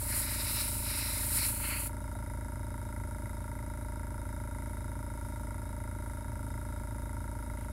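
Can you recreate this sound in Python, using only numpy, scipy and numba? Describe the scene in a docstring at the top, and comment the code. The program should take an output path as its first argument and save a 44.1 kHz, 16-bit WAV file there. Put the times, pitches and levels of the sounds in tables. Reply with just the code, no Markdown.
"""An airbrush hiss swells and sinks with the trigger, then shuts off; a small piston compressor chugs on throughout.
The airbrush is coloured noise, plus noise passed through the hollows between the hands and the piece being sprayed.
The compressor is a hum of sine waves, blows that ring its housing and valve once or more a turn, and leaking air.
A knock and a faint rub of fingers follow the spraying, over a low rumble of bench and room. One close microphone.
"""
import sys
import numpy as np
from scipy import signal
from scipy.fft import rfft, irfft
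from scipy.io import wavfile
from scipy.ndimage import uniform_filter1d
from numba import njit

SR = 44100
rng = np.random.default_rng(int(sys.argv[2]) if len(sys.argv) > 2 else 0)


def pcm_store(signal):
    """Save signal as 16-bit PCM."""
    levels = np.round(np.clip(np.atleast_2d(signal), -1, 1) * 32767)
    wavfile.write(sys.argv[1], SR, levels.astype(np.int16).T)


N = 340452


def undb(db):
    """Turn decibels into a gain."""
    return 10 ** (np.asarray(db) / 20)


def unit(x):
    """Scale a sound to an rms level of 1."""
    return x / np.sqrt(np.mean(x ** 2))


def curves(table):
    """Draw straight lines between the rows of a table, giving each column one value per sample."""
    s, *columns = np.transpose(table)
    return [np.interp(np.arange(N) / SR, s, column) for column in columns]


def walk(rate):
    """Smooth random wandering with an rms of 1; the rate says how many new values come per second."""
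    step = int(SR / rate)
    values = np.repeat(rng.standard_normal(N // step + 1), step)
    return unit(uniform_filter1d(values, step)[:N])


def swell(middle_s, half_s):
    """A smooth rise and fall of height 1, as a moving hand makes it."""
    return np.exp(-((np.arange(N) / SR - middle_s) / half_s) ** 2)


def noise(spectrum):
    """Noise with a given density in dB per Hz, made by shaping the spectrum of white noise."""
    hz, db = np.transpose(spectrum)
    bins = np.arange(N // 2 + 1) * SR / N
    gain = undb(np.interp(np.log(bins + 1), np.log(hz), db))
    return irfft(rfft(rng.standard_normal(N)) * gain, N) * np.sqrt(SR / 2)


@njit
def bandpass(x, hz, width):
    """Band-pass filter with a moving centre; two stored values carry the resonance along."""
    y, band, low = np.empty(len(x)), 0., 0.
    for i in range(len(x)):
        g, k = np.tan(np.pi * hz[i] / SR), width / hz[i]
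        v = (band + g * (x[i] - low)) / (1 + g * (g + k))
        band, low, y[i] = 2 * v - band, low + 2 * g * v, k * v
    return y


def resonate(x, hz, width, order=1):
    """Pass a sound through a resonance, more than once for steep sides; rms 1."""
    for _ in range(order):
        x = bandpass(x, hz * np.ones(N), float(width))
    return unit(x)


def ring(times, sizes, hz, swell_s):
    """Strike one mode (one ringing tone), which builds up for its swell time and then dies away."""
    blows = np.zeros(N + 1)
    keep = (times >= 0) & (times < (N - 1) / SR)
    # share each blow between two samples, so it can fall between them
    whole, part = np.divmod(times[keep] * SR, 1)
    first = whole.astype(int)
    blows[first] += sizes[keep] * (1 - part)
    blows[first + 1] += sizes[keep] * part
    t = np.arange(SR // 10) / SR
    envelope = (t / swell_s * np.exp(1 - t / swell_s)) ** 2
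    return signal.oaconvolve(blows, envelope * np.sin(2 * np.pi * hz * t))[:N]


def jet(steady_db=-37.5, flutter_db=0.9):
    """Air rushing out of the nozzle makes coloured noise, louder with deeper pulls on the trigger."""
    # colour of the jet: (frequency [Hz], relative level [dB])
    colour = [(700, -27.5), (1400, -13), (3100, -16), (6200, -16.5), (6750, -9), (8000, -2), (8750, -2.5),
              (9400, 5), (10200, 3), (11400, 3.5), (12400, -0.5), (13150, -18), (13900, -1.5), (15800, -9)]
    # pulls on the trigger: (time at the deepest [s], half length [s], added hiss [dB])
    pulls = [(0.175, 0.055, 6), (0.575, 0.096, 3), (1.256, 0.077, 3.5), (1.372, 0.05, 6.5),
             (1.465, 0.038, 6.5), (1.832, .03, 0)]
    pull_db = sum(db * swell(s, half_s) for s, half_s, db in pulls)
    return unit(noise(colour)) * undb(steady_db + pull_db + flutter_db * walk(68.0))


def rush(body_db=-5, upper_db=-3.0, flutter_db=1.62):
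    """Air rushes in the hollows around the hands, whose resonances colour it as the jet crosses the piece."""
    # hollows between hands and piece, shifting as the nozzle moves:
    # (time [s], lower resonance [Hz], upper resonance [Hz])
    hollows = [(.15, 2030, 4200), (.4, 2200, 3950), (.75, 2470, 4040), (1.15, 2120, 3980),
               (1.75, 2360, 4420)]
    # passes of the jet across the piece:
    # (time at the middle [s], half length [s], rush [dB], extra for the upper part [dB])
    passes = [(0.133, 0.046, -46, -2.5), (0.37, 0.2, -52, 2), (0.593, 0.14, -57.5, 9),
              (1.046, 0.19, -50.5, 3.5), (1.417, 0.073, -48, 4.5), (1.723, 0.1, -45.5, -5)]
    rest_db, rest_bright_db = -57.5, 1  # the steady rush between passes, and the extra for its upper part
    # as the nozzle lifts away from the piece, the sharp hiss of its edge fades
    lift_s, edge_start_db, edge_fade_db_per_s = 1.41, 0.5, 51

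    lower_hz, upper_hz = curves(hollows)
    dull = undb(rest_db)
    bright = undb(rest_db + rest_bright_db)
    for s, half_s, db, bright_db in passes:
        dull = dull + undb(db) * swell(s, half_s)
        bright = bright + undb(db + bright_db) * swell(s, half_s)
    edge_db = edge_start_db - edge_fade_db_per_s * np.maximum(np.arange(N) / SR - lift_s, 0)

    lower = resonate(rng.standard_normal(N), lower_hz, 1950, order=6)
    body = undb(body_db) * resonate(rng.standard_normal(N), 1375, 800, order=2)
    upper = resonate(rng.standard_normal(N), upper_hz, 1430, order=6)
    edge = undb(edge_db) * resonate(rng.standard_normal(N), 5040, 2500, order=6)
    air = dull * (lower + body) + bright * undb(upper_db) * (upper + edge)
    return air * undb(flutter_db * walk(50.0))


def airbrush(shut_s=1.873, shut_fall_s=0.0094):
    """Jet and rush sound until letting go of the trigger closes the air valve within milliseconds."""
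    trigger = np.exp(-np.maximum(np.arange(N) / SR - shut_s, 0) / shut_fall_s)
    return trigger * (jet() + rush())


def hum(turn, waver_db=0.44, lag_turn=0.7525, smear_turn=0.1382):
    """The unbalanced pump shakes at multiples of its speed; the motor hums beside it."""
    # shaking of the pump: (multiple of the shaft speed, average rms level [dB])
    shaking = [(1, -56), (2, -41.5), (3, -46), (4, -47), (5, -60)]
    # motor hum, mostly twice the mains and its sidebands one or two shaft speeds away, and a thin whine:
    # (frequency [Hz], average rms level [dB])
    motor_tones = [(65.8, -63), (92.9, -49.5), (100, -56), (116, -60), (120, -56), (147.1, -66),
                   (174.2, -65), (1546, -69)]
    t = np.arange(N) / SR
    # the springy mounts pass the higher multiples later
    shake = [(k * (turn - lag_turn - smear_turn * k), db) for k, db in shaking]
    motor = [(hz * t + rng.random(), db) for hz, db in motor_tones]
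    out = 0
    for cycles, db in shake + motor:
        out = out + undb(db + waver_db * walk(2.6)) * np.sin(2 * np.pi * cycles)
    return np.sqrt(2) * out  # a sine of rms 1 has a peak of root 2


def leak(turn, throb_db=2.2, crest_turn=0.48):
    """Air seeps out as noise with faint whistles, harder at each pressure stroke."""
    # leaking air: (frequency [Hz], average density [dB per Hz])
    air = [(2500, -108), (4500, -109), (6500, -104), (7900, -103), (9400, -93.5), (10600, -100),
           (11900, -95), (13200, -109), (15800, -111)]
    # whistles in the leak: (frequency [Hz], width [Hz], average rms level [dB])
    whistle_bands = [(3706, 80, -74), (3857, 48, -78.5), (5114, 180, -75.5), (10500, 700, -65.5)]
    whistles = 0
    for hz, width, db in whistle_bands:
        whistle = resonate(rng.standard_normal(N), hz, width, order=2)
        whistles = whistles + undb(db + walk(9.2)) * whistle
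    pressure_db = throb_db * np.cos(2 * np.pi * (turn - crest_turn))
    return (noise(air) + whistles) * undb(pressure_db + .5 * walk(5))


def rumble():
    """Bench and room rumble steadily, as noise that is strongest at low frequencies."""
    # colour of the rumble: (frequency [Hz], density [dB per Hz])
    colour = [(15, -78), (50, -72.5), (115, -69), (170, -80.5), (260, -79), (430, -91), (600, -86),
              (760, -99), (930, -89), (1150, -99), (2100, -101), (3000, -118)]
    return noise(colour)


def every_turn(turn, delay, db, scatter_db, jitter_s, ripple_db=0):
    """Times and sizes of a blow that comes once a turn; it throbs as the turns beat against the torque ripple."""
    ripple_hz = 120  # the motor's torque ripples at twice the mains frequency
    count = np.arange(int(turn[-1]) + 1)
    late, force = rng.standard_normal((len(count), 2)).T
    # blows past the end get time -1, which ring() leaves out
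    times = np.interp(count + delay, turn, np.arange(N) / SR, right=-1)
    throb = ripple_db * np.cos(2 * np.pi * ripple_hz * times)
    return times + jitter_s * late, undb(db + throb + scatter_db * force)


def strokes(turn, scatter_db_per_khz=1.16, jitter_s=.00004, low_throb_db=0.0, high_throb_db=0.4):
    """Valve clack, piston thump and intake follow each other every turn and ring the housing."""
    # housing modes: (frequency [Hz], swell time [s], level from the valve clack [dB],
    # level from the piston thump [dB], level from the intake [dB])
    housing = [(223.7, 0.018, -44, -42.5, -45.5), (251.54, 0.011, -52.5, -66.5, -43),
               (301.2, 0.0043, -59, -43, -76), (598.4, 0.0069, -60.5, -46, -91),
               (685, 0.0039, -56, -72, -86), (929, 0.0059, -45, -53.5, -73), (968, 0.0015, -47, -58, -54.5),
               (1273, 0.0054, -58, -57.5, -75), (1383.5, 0.0039, -45.5, -55.5, -57.5),
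               (1664, 0.0058, -58, -65, -66), (2023, 0.0024, -50.5, -61, -61),
               (2160, 0.0037, -63.5, -62, -60.5)]
    # share of a turn after the valve clack at which the piston thumps and the intake opens
    thump_turn, intake_turn = .3174, .6539
    out = 0
    for hz, swell_s, *blow_db in housing:
        # higher modes vary more from blow to blow, and throb more with the torque ripple
        scatter_db = scatter_db_per_khz * hz / 1000
        ripple_db = np.interp(hz, (300, 600), (low_throb_db, high_throb_db))
        for delay, db in zip((0, thump_turn, intake_turn), blow_db):
            times, sizes = every_turn(turn, delay, db, scatter_db, jitter_s, ripple_db)
            out = out + ring(times, sizes, hz, swell_s)
    return out


def valve(turn, spit_db=-73, lag_turn=0.0096, fall_turn=0.2, scatter_db=1.5, jitter_s=.0001):
    """The valve snaps, ringing its small metal parts, and spits a little air."""
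    # small metal parts of the valve: (frequency [Hz], swell time [s], level [dB])
    metal_parts = [(2360, 0.0054, -69.5), (2950, 0.00051, -63.5), (5000, 0.0015, -65.5),
                   (7150, 0.00059, -57.5), (7730, 0.0013, -54.5), (9320, 0.0015, -54),
                   (10230, 0.00079, -45), (10620, 0.0023, -53), (13800, .0007, -60)]
    tick = 0
    for hz, swell_s, db in metal_parts:
        times, sizes = every_turn(turn, lag_turn, db, scatter_db, jitter_s)
        tick = tick + ring(times, sizes, hz, swell_s)
    # each spit starts with the snap and fades over the turn
    spit = np.exp(-((turn - lag_turn) % 1) / fall_turn) * rng.standard_normal(N)
    return tick + undb(spit_db) * resonate(spit, 7200, 6000)


def handling(rough_db=3):
    """One soft, hollow knock rings a single mode; later fingers rub faintly, as rough noise."""
    # a light knock as the airbrush is lifted
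    knock_s, knock_hz, knock_swell_s, knock_db = 2.1535, 680, 0.0038, -43
    # fingers shifting on the airbrush
    rub_s, rub_half_s, rub_db = 7.62, .06, -69
    knock = ring(np.array([knock_s]), undb([knock_db]), knock_hz, knock_swell_s)
    rub = resonate(rng.standard_normal(N), 2700, 2200, order=2)
    rub_level = swell(rub_s, rub_half_s) * undb(rub_db + rough_db * walk(110))
    return knock + rub * rub_level


def room(x, wet_db=-15, t60=0.23):
    """The cluttered workshop adds a short tail of fading noise, down 60 dB after t60 seconds."""
    t = np.arange(SR // 2) / SR
    tail = rng.standard_normal(len(t)) * np.exp(-np.log(1000) * t / t60)
    return x + undb(wet_db) * signal.fftconvolve(x, tail / np.linalg.norm(tail))[:N]


def scene():
    """Airbrush and handling over compressor and rumble, the same in both channels."""
    # the compressor slows very slightly as it runs
    turns_per_s, slowing_per_s2 = 27.146, .00635
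    first_clack_turn = .368  # share of a turn before the first valve clack
    speed = turns_per_s - slowing_per_s2 * np.arange(N) / SR
    turn = np.cumsum(speed) / SR - first_clack_turn
    compressor = hum(turn) + leak(turn) + strokes(turn) + valve(turn)
    mono = room(airbrush() + handling()) + compressor + rumble()
    return np.array([mono, mono])


def record(dry):
    """The recorder cuts the top with a steep low-pass filter."""
    top_hz = 15700
    return signal.sosfilt(signal.ellip(10, .2, 80, top_hz, fs=SR, output="sos"), dry)


dry = scene()
out = record(dry)
pcm_store(out)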